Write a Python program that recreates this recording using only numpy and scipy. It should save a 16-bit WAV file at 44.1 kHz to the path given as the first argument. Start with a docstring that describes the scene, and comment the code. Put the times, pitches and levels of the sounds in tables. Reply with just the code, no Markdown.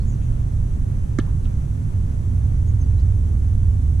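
"""You hear a low rumble of breeze and traffic over an open ball field, with small birds chirping far off.
A ball is knocked once, close by: the hit cracks, thumps and sets off a short ringing.
Surfaces across the field throw back faint echoes. A far engine drones, swelling as it slows.
Behind it all lie a faint rasp, a soft wash of town noise and a thin microphone hiss."""
import sys
import numpy as np
from scipy import signal
from scipy.fft import rfft, irfft
from scipy.io import wavfile

SR = 44100
rng = np.random.default_rng(int(sys.argv[2]) if len(sys.argv) > 2 else 0)


def pcm_store(signal):
    """Save signal as 16-bit PCM."""
    levels = np.round(np.clip(np.atleast_2d(signal), -1, 1) * 32767)
    wavfile.write(sys.argv[1], SR, levels.astype(np.int16).T)


N = 176400
T, HZ = np.arange(N) / SR, np.fft.rfftfreq(N, 1 / SR)
KNOCK_S = 1.186

# Tones the knock rings with. Each row: pitch in Hz, dB during contact, dB afterwards, fade in seconds.
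# A fade is always the time taken to drop by 60 dB.
RING_TONES = [(440, -33, -52, .04), (570, -41, -47, .07), (1215, -34, -49, .17), (1357, -36.5, -42, .1),
              (1655, -34, -47, .06), (1775, -37, -50, .24), (2080, -41, -47, .02), (2190, -41, -47, .03),
              (3050, -64, -54, .12), (3290, -66, -55, .09), (3700, -58, -54, .06), (4080, -58, -53, .055)]
# Tone colours of noises. Each row: frequency in Hz, relative strength in dB.
CRACK_COLOUR = [(100, -18), (200, 5), (480, 12), (800, -3), (1100, 1), (2200, -2), (2600, -12), (4000, -8),
                (5200, -9), (6300, -7), (8000, -9), (10000, -20), (14000, -36)]  # the hit
TICK_COLOUR = [(1000, -14), (4000, -15), (5400, -9), (6300, 11), (7200, -6), (8400, -4), (10000, -17),
               (14000, -34)]  # the bright first touch
ECHO_COLOUR = [(400, -4), (900, 3), (1300, 5), (2200, -8), (3100, 4), (4100, -3), (5000, -11), (6800, -9),
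               (9000, -24), (14000, -35)]  # the scattered knock
TAIL_COLOUR = [(500, -10), (920, 2), (1050, 0), (1220, 0), (1350, -2), (1520, -10), (1750, 1), (2000, -16),
               (3100, -15), (6000, -29), (12000, -45)]  # the ring of the surroundings
RASP_COLOUR = [(1200, -35), (2050, -9), (2350, -10), (2600, 1), (2850, -12), (3150, -7), (4000, -20),
               (7000, -40)]
RUMBLE_COLOUR = [(8, -5), (18, 2.5), (28, 3.5), (45, 2), (65, 1.5), (100, -1), (135, -2), (165, -11),
                 (200, -14.5), (250, -16.5), (310, -24.5), (400, -31.5), (550, -44.5), (1000, -69),
                 (2500, -91)]
TOWN_COLOUR = [(100, -0.5), (300, -1), (500, 2), (700, -3), (1000, -8), (2000, -17), (3000, -24),
               (4500, -30), (7000, -26), (8500, -50), (14000, -63)]
HISS_COLOUR = [(1000, -25.5), (3500, -8), (5000, -12.5), (5600, -7), (6100, 0.5), (6800, -7), (7700, -2.5),
               (8100, -6), (9500, -4.5), (10500, -7.5), (11500, -11.5), (13000, -15), (14500, -23)]
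# Echoes. Each row: delay in seconds, level in dB, rise and fade in seconds, favoured pitch in Hz.
FIELD_ECHOES = [(.0112, -38, .0012, .045, 3400), (.088, -44.5, .003, .07, 950),
                (.256, -50, .002, .04, 5000), (.265, -49.5, .0025, .08, 2600), (.268, -50, .004, .1, 1100)]

# Engine speed. Each row: time in seconds, cycles per second.
ENGINE_SPEED = [(0, 19.2), (.5, 20.3), (1.15, 21.4), (1.6, 21.0), (2.05, 21.7), (2.4, 21.3), (3.0, 20.25),
                (3.5, 18.9), (4, 20.2)]
# Loudness of the drone. Each row: time in seconds, level in dB.
DRONE_LEVEL = [(0, -26.5), (.5, -30.5), (1.0, -33), (1.5, -32), (2.05, -26.5), (2.45, -21), (3.0, -18.5),
               (3.5, -20), (4, -18)]
# Tones of the drone. Each row: multiple of the engine speed, dB added to the drone's level.
DRONE_TONES = [(3, -3.5), (4, -4), (5, -6.5)]
# Passing engine tones. Each row: multiple of the speed, peak time and width in seconds, level in dB.
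ENGINE_SWELLS = [(2, 0.049, 0.25, -23), (2, 0.53, 0.14, -24.5), (2, 2.95, 0.75, -32.5),
                 (6, 0.37, .45, -29.5), (7, 2.07, 0.34, -36)]

# Thin bird notes. Each row: start and length in seconds, pitch in Hz, share of the pitch lost,
# level in dB, roughness from 0 to 1.
BIRD_CHIRPS = [(0.052, 0.11, 7380, 0.24, -53, 0.86), (.21, .085, 6900, .15, -59, 0.66),
               (2.66, 0.055, 6790, .065, -56, .15), (2.799, 0.035, 6500, .06, -50.5, 0.3),
               (2.833, 0.02, 4850, 0.05, -64, .4)]
# Bird whistles. Each row: start, upward flick and end in seconds, pitch in Hz, level in dB.
BIRD_WHISTLES = [(-.03, .032, .043, 4220, -58), (2.96, 3.005, 3.019, 4070, -55.7)]

# Slow changes in the town noise. Each row: time in seconds, dB added.
TOWN_LEVEL = [(0, 1.7), (.6, 1.5), (1.4, 1), (2.2, 1.5), (3, 1.5), (4, 1)]
# How alike left and right are. Each row: frequency in Hz, likeness (1 same, 0 unrelated, -1 opposite).
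TOWN_LIKENESS = [(100, 1), (300, -0.59), (550, -0.82), (750, -0.72), (1100, -0.5), (2000, -0.3),
                 (3000, 0.055), (4000, 0.056), (5000, -0.17), (7000, -0.14), (8500, 0)]
HISS_LIKENESS = [(4000, 0.96), (5500, 0.58), (6100, .78), (6700, 0.39), (7300, .6), (8000, 0.97),
                 (10000, 0.98), (13000, 0.96)]
# Phase between the microphone's two openings. Each row: frequency in Hz, left's lead in radians.
RUMBLE_LEAD = [(30, -0.21), (100, -0.013), (170, 0.32), (280, 0.67), (380, 0.24), (600, -0.23), (1500, 0)]
# How the noises lean to one side. Each row: frequency in Hz, left minus right in dB.
NOISE_BALANCE = [(25, -2.3), (60, -3), (125, -3.9), (250, -3.5), (500, -2.5), (1000, -.5), (3000, 1),
                 (6000, -1.5), (12000, 0)]


def ball_knock(thump_hz=268, thump_s=.0085, ring_rise_s=.0016, contact_s=.0072, damping_s=.014):
    """A hollow thump and a crack; the tones sound hard while the contact lasts, then ring on faintly."""
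    age = np.maximum(T - KNOCK_S, 0)
    thump_age = np.clip(age - .0009, 0, thump_s)
    thump = amp(-10.8) * np.sin(np.pi * thump_age / thump_s) * np.sin(2 * np.pi * thump_hz * thump_age)
    contact = np.minimum(age / ring_rise_s, 1) * fade(np.maximum(age - contact_s, 0), damping_s)
    ringing = 0
    for hz, contact_db, free_db, fade_s in RING_TONES:
        level = amp(contact_db) * contact + amp(free_db) * strike(KNOCK_S, ring_rise_s, fade_s)
        ringing += level * np.sin(2 * np.pi * hz * (age - ring_rise_s))
    crack = amp(-27.7) * strike(KNOCK_S, rise_s=.001, fade_s=.036) * noise(CRACK_COLOUR, likeness=.64)
    tick = amp(-21.5) * strike(KNOCK_S, rise_s=.0017, fade_s=.008) * noise(TICK_COLOUR, likeness=.44)
    return thump * pan(db=-7.5) + (ringing + crack + tick) * pan(db=-3)


def field_echoes():
    """Each surface throws back its own part of the knock; a faint ring lingers around the field."""
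    echoes = 0
    for delay, db, rise_s, fade_s, hz in FIELD_ECHOES:
        surface_db = -14 * np.log2((HZ + 1) / hz) ** 2  # 14 dB weaker one octave away
        scattered = noise(ECHO_COLOUR, likeness=.5, colour_db=surface_db)
        echoes += amp(db) * strike(KNOCK_S + delay, rise_s, fade_s) * scattered
    tail = amp(-46.3) * strike(KNOCK_S, rise_s=.0094, fade_s=.66) * noise(TAIL_COLOUR, likeness=-.091)
    return echoes + tail


def far_engine(waver_db=.8, hum_hz=96.5):
    """An engine drones at multiples of its speed, beside a steady machine hum."""
    speed = curve(ENGINE_SPEED)
    cycles = np.cumsum(speed) / SR + rng.random()
    drone = swells = 0
    for multiple, db in DRONE_TONES:
        level = amp(db + curve(DRONE_LEVEL) + waver_db * drift(hz=2.2))
        stagger = np.pi / 2 * multiple ** 2  # tones out of step drone rather than thud
        drone += level * np.sin(2 * np.pi * multiple * cycles + stagger)
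    for multiple, peak_s, width_s, db in ENGINE_SWELLS:
        swells += amp(db) * np.exp(-((T - peak_s) / width_s) ** 2 / 2) * tone(multiple * speed)
    hum = amp(-28 + waver_db * drift(hz=5.6)) * tone(hum_hz + .34 * drift(hz=2.2))
    return np.sqrt(2) * (drone + swells + hum) * pan(db=-3.5)


def bird_chirp(start, length, hz, fall, db, roughness):
    """A falling, slightly arched note; rough ones flutter in pitch and loudness."""
    progress = np.clip((T - start) / length, 0, 1)
    arch = np.sin(np.pi * progress)
    pitch = hz * (1 - fall * progress + .025 * (arch - .5) + .052 * roughness * drift(hz=540))
    return amp(db + 3.2 * roughness * drift(hz=100)) * arch * tone(pitch)


def bird_whistle(start, flick, end, hz, db, flick_width_s=.00494):
    """A held note swells, leaps up in pitch as it thins, and breaks off on the way down."""
    progress = np.clip((T - start) / (end - start), 0, 1)
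    leap = np.exp(-((T - flick) / flick_width_s) ** 2)
    pitch = hz * (1 + .018 * drift(hz=380) + .33 * leap)
    return amp(db - 3.5 * leap) * np.sin(np.pi * progress ** 2) * tone(pitch)


def far_birds():
    """Birds call far off, and trees and fences smear their notes."""
    chirps = sum(bird_chirp(*row) for row in BIRD_CHIRPS) * pan(db=-4)
    whistles = sum(bird_whistle(*row) for row in BIRD_WHISTLES) * pan(db=-6)
    calls = chirps + whistles
    smear = rng.standard_normal((2, N)) * strike(0, rise_s=.004, fade_s=.15)
    smear /= np.linalg.norm(smear[0])
    return calls + amp(-7) * signal.fftconvolve(calls, smear, axes=1)[:, :N]


def far_rasp():
    """A short, dry rasp in the distance."""
    return amp(-54) * strike(start=.205, rise_s=.008, fade_s=.29) * noise(RASP_COLOUR, likeness=.5)


def breeze_and_traffic():
    """Moving air and traffic blend into a low, lumpy rumble."""
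    rumble = noise(RUMBLE_COLOUR, likeness=.96, lead=spectrum(RUMBLE_LEAD))
    return amp(-21.5 + .62 * drift(hz=11)) * rumble


def town_wash():
    """The distant town makes a wide, gently wavering noise."""
    level = amp(-45.5 + curve(TOWN_LEVEL) + .5 * drift(hz=10))
    return level * noise(TOWN_COLOUR, spectrum(TOWN_LIKENESS))


def microphone_hiss():
    """The microphone adds a thin, steady hiss."""
    return amp(-60.5) * noise(HISS_COLOUR, spectrum(HISS_LIKENESS))


def amp(db):
    """Turns decibels into a number to multiply by."""
    return 10 ** (np.asarray(db) / 20)


def unit(x):
    """Scales a signal to an average strength (rms) of 1."""
    return x / np.sqrt(np.mean(x ** 2) + 1e-20)


def pan(db):
    """Left and right gains; negative dB moves a sound to the right."""
    return amp(np.array([[.5], [-.5]]) * db)


def curve(points):
    """Joins a table's points over time."""
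    return np.interp(T, *np.transpose(points))


def spectrum(points):
    """Joins a table's points over frequency, with octaves evenly spaced."""
    hz, value = np.transpose(points)
    return np.interp(np.log(HZ + 1), np.log(hz + 1), value)


def noise(colour, likeness, lead=0, colour_db=0):
    """Stereo noise with a given tone colour and likeness between left and right."""
    shared, separate = rfft(rng.standard_normal((2, N)))
    left = shared * np.exp(1j * lead)
    right = likeness * shared + np.sqrt(1 - likeness ** 2) * separate
    gains = amp(spectrum(colour) + colour_db) * pan(spectrum(NOISE_BALANCE))
    return unit(irfft(np.array([left, right]) * gains, N))


def drift(hz):
    """A random wobble of strength 1, up to about hz times a second."""
    keep_slow = (HZ > 0) * np.exp(-(HZ / hz) ** 2)
    return unit(irfft(rfft(rng.standard_normal(N)) * keep_slow, N))


def tone(hz):
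    """A pure tone that follows a changing pitch."""
    return np.sin(2 * np.pi * (np.cumsum(hz) / SR + rng.random()))


def fade(age, fade_s):
    """Dies away by 60 dB every fade_s seconds."""
    return np.exp(-np.log(1000) * age / fade_s)


def strike(start, rise_s, fade_s):
    """The loudness of a hit: a quick rise, then a fade."""
    age = np.maximum(T - start, 0)
    return (1 - np.exp(-(age / rise_s) ** 2)) * fade(age, fade_s)


def scene():
    """Everything heard from the edge of the field."""
    background = breeze_and_traffic() + town_wash() + microphone_hiss()
    return background + far_engine() + ball_knock() + field_echoes() + far_birds() + far_rasp()


def record(dry):
    """Cuts away the highest treble, above 14800 Hz."""
    treble_cut = signal.firwin(511, 14800, window=("kaiser", 9), fs=SR)
    return signal.oaconvolve(dry, treble_cut[None], "same")


dry = scene()
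out = record(dry)
pcm_store(out)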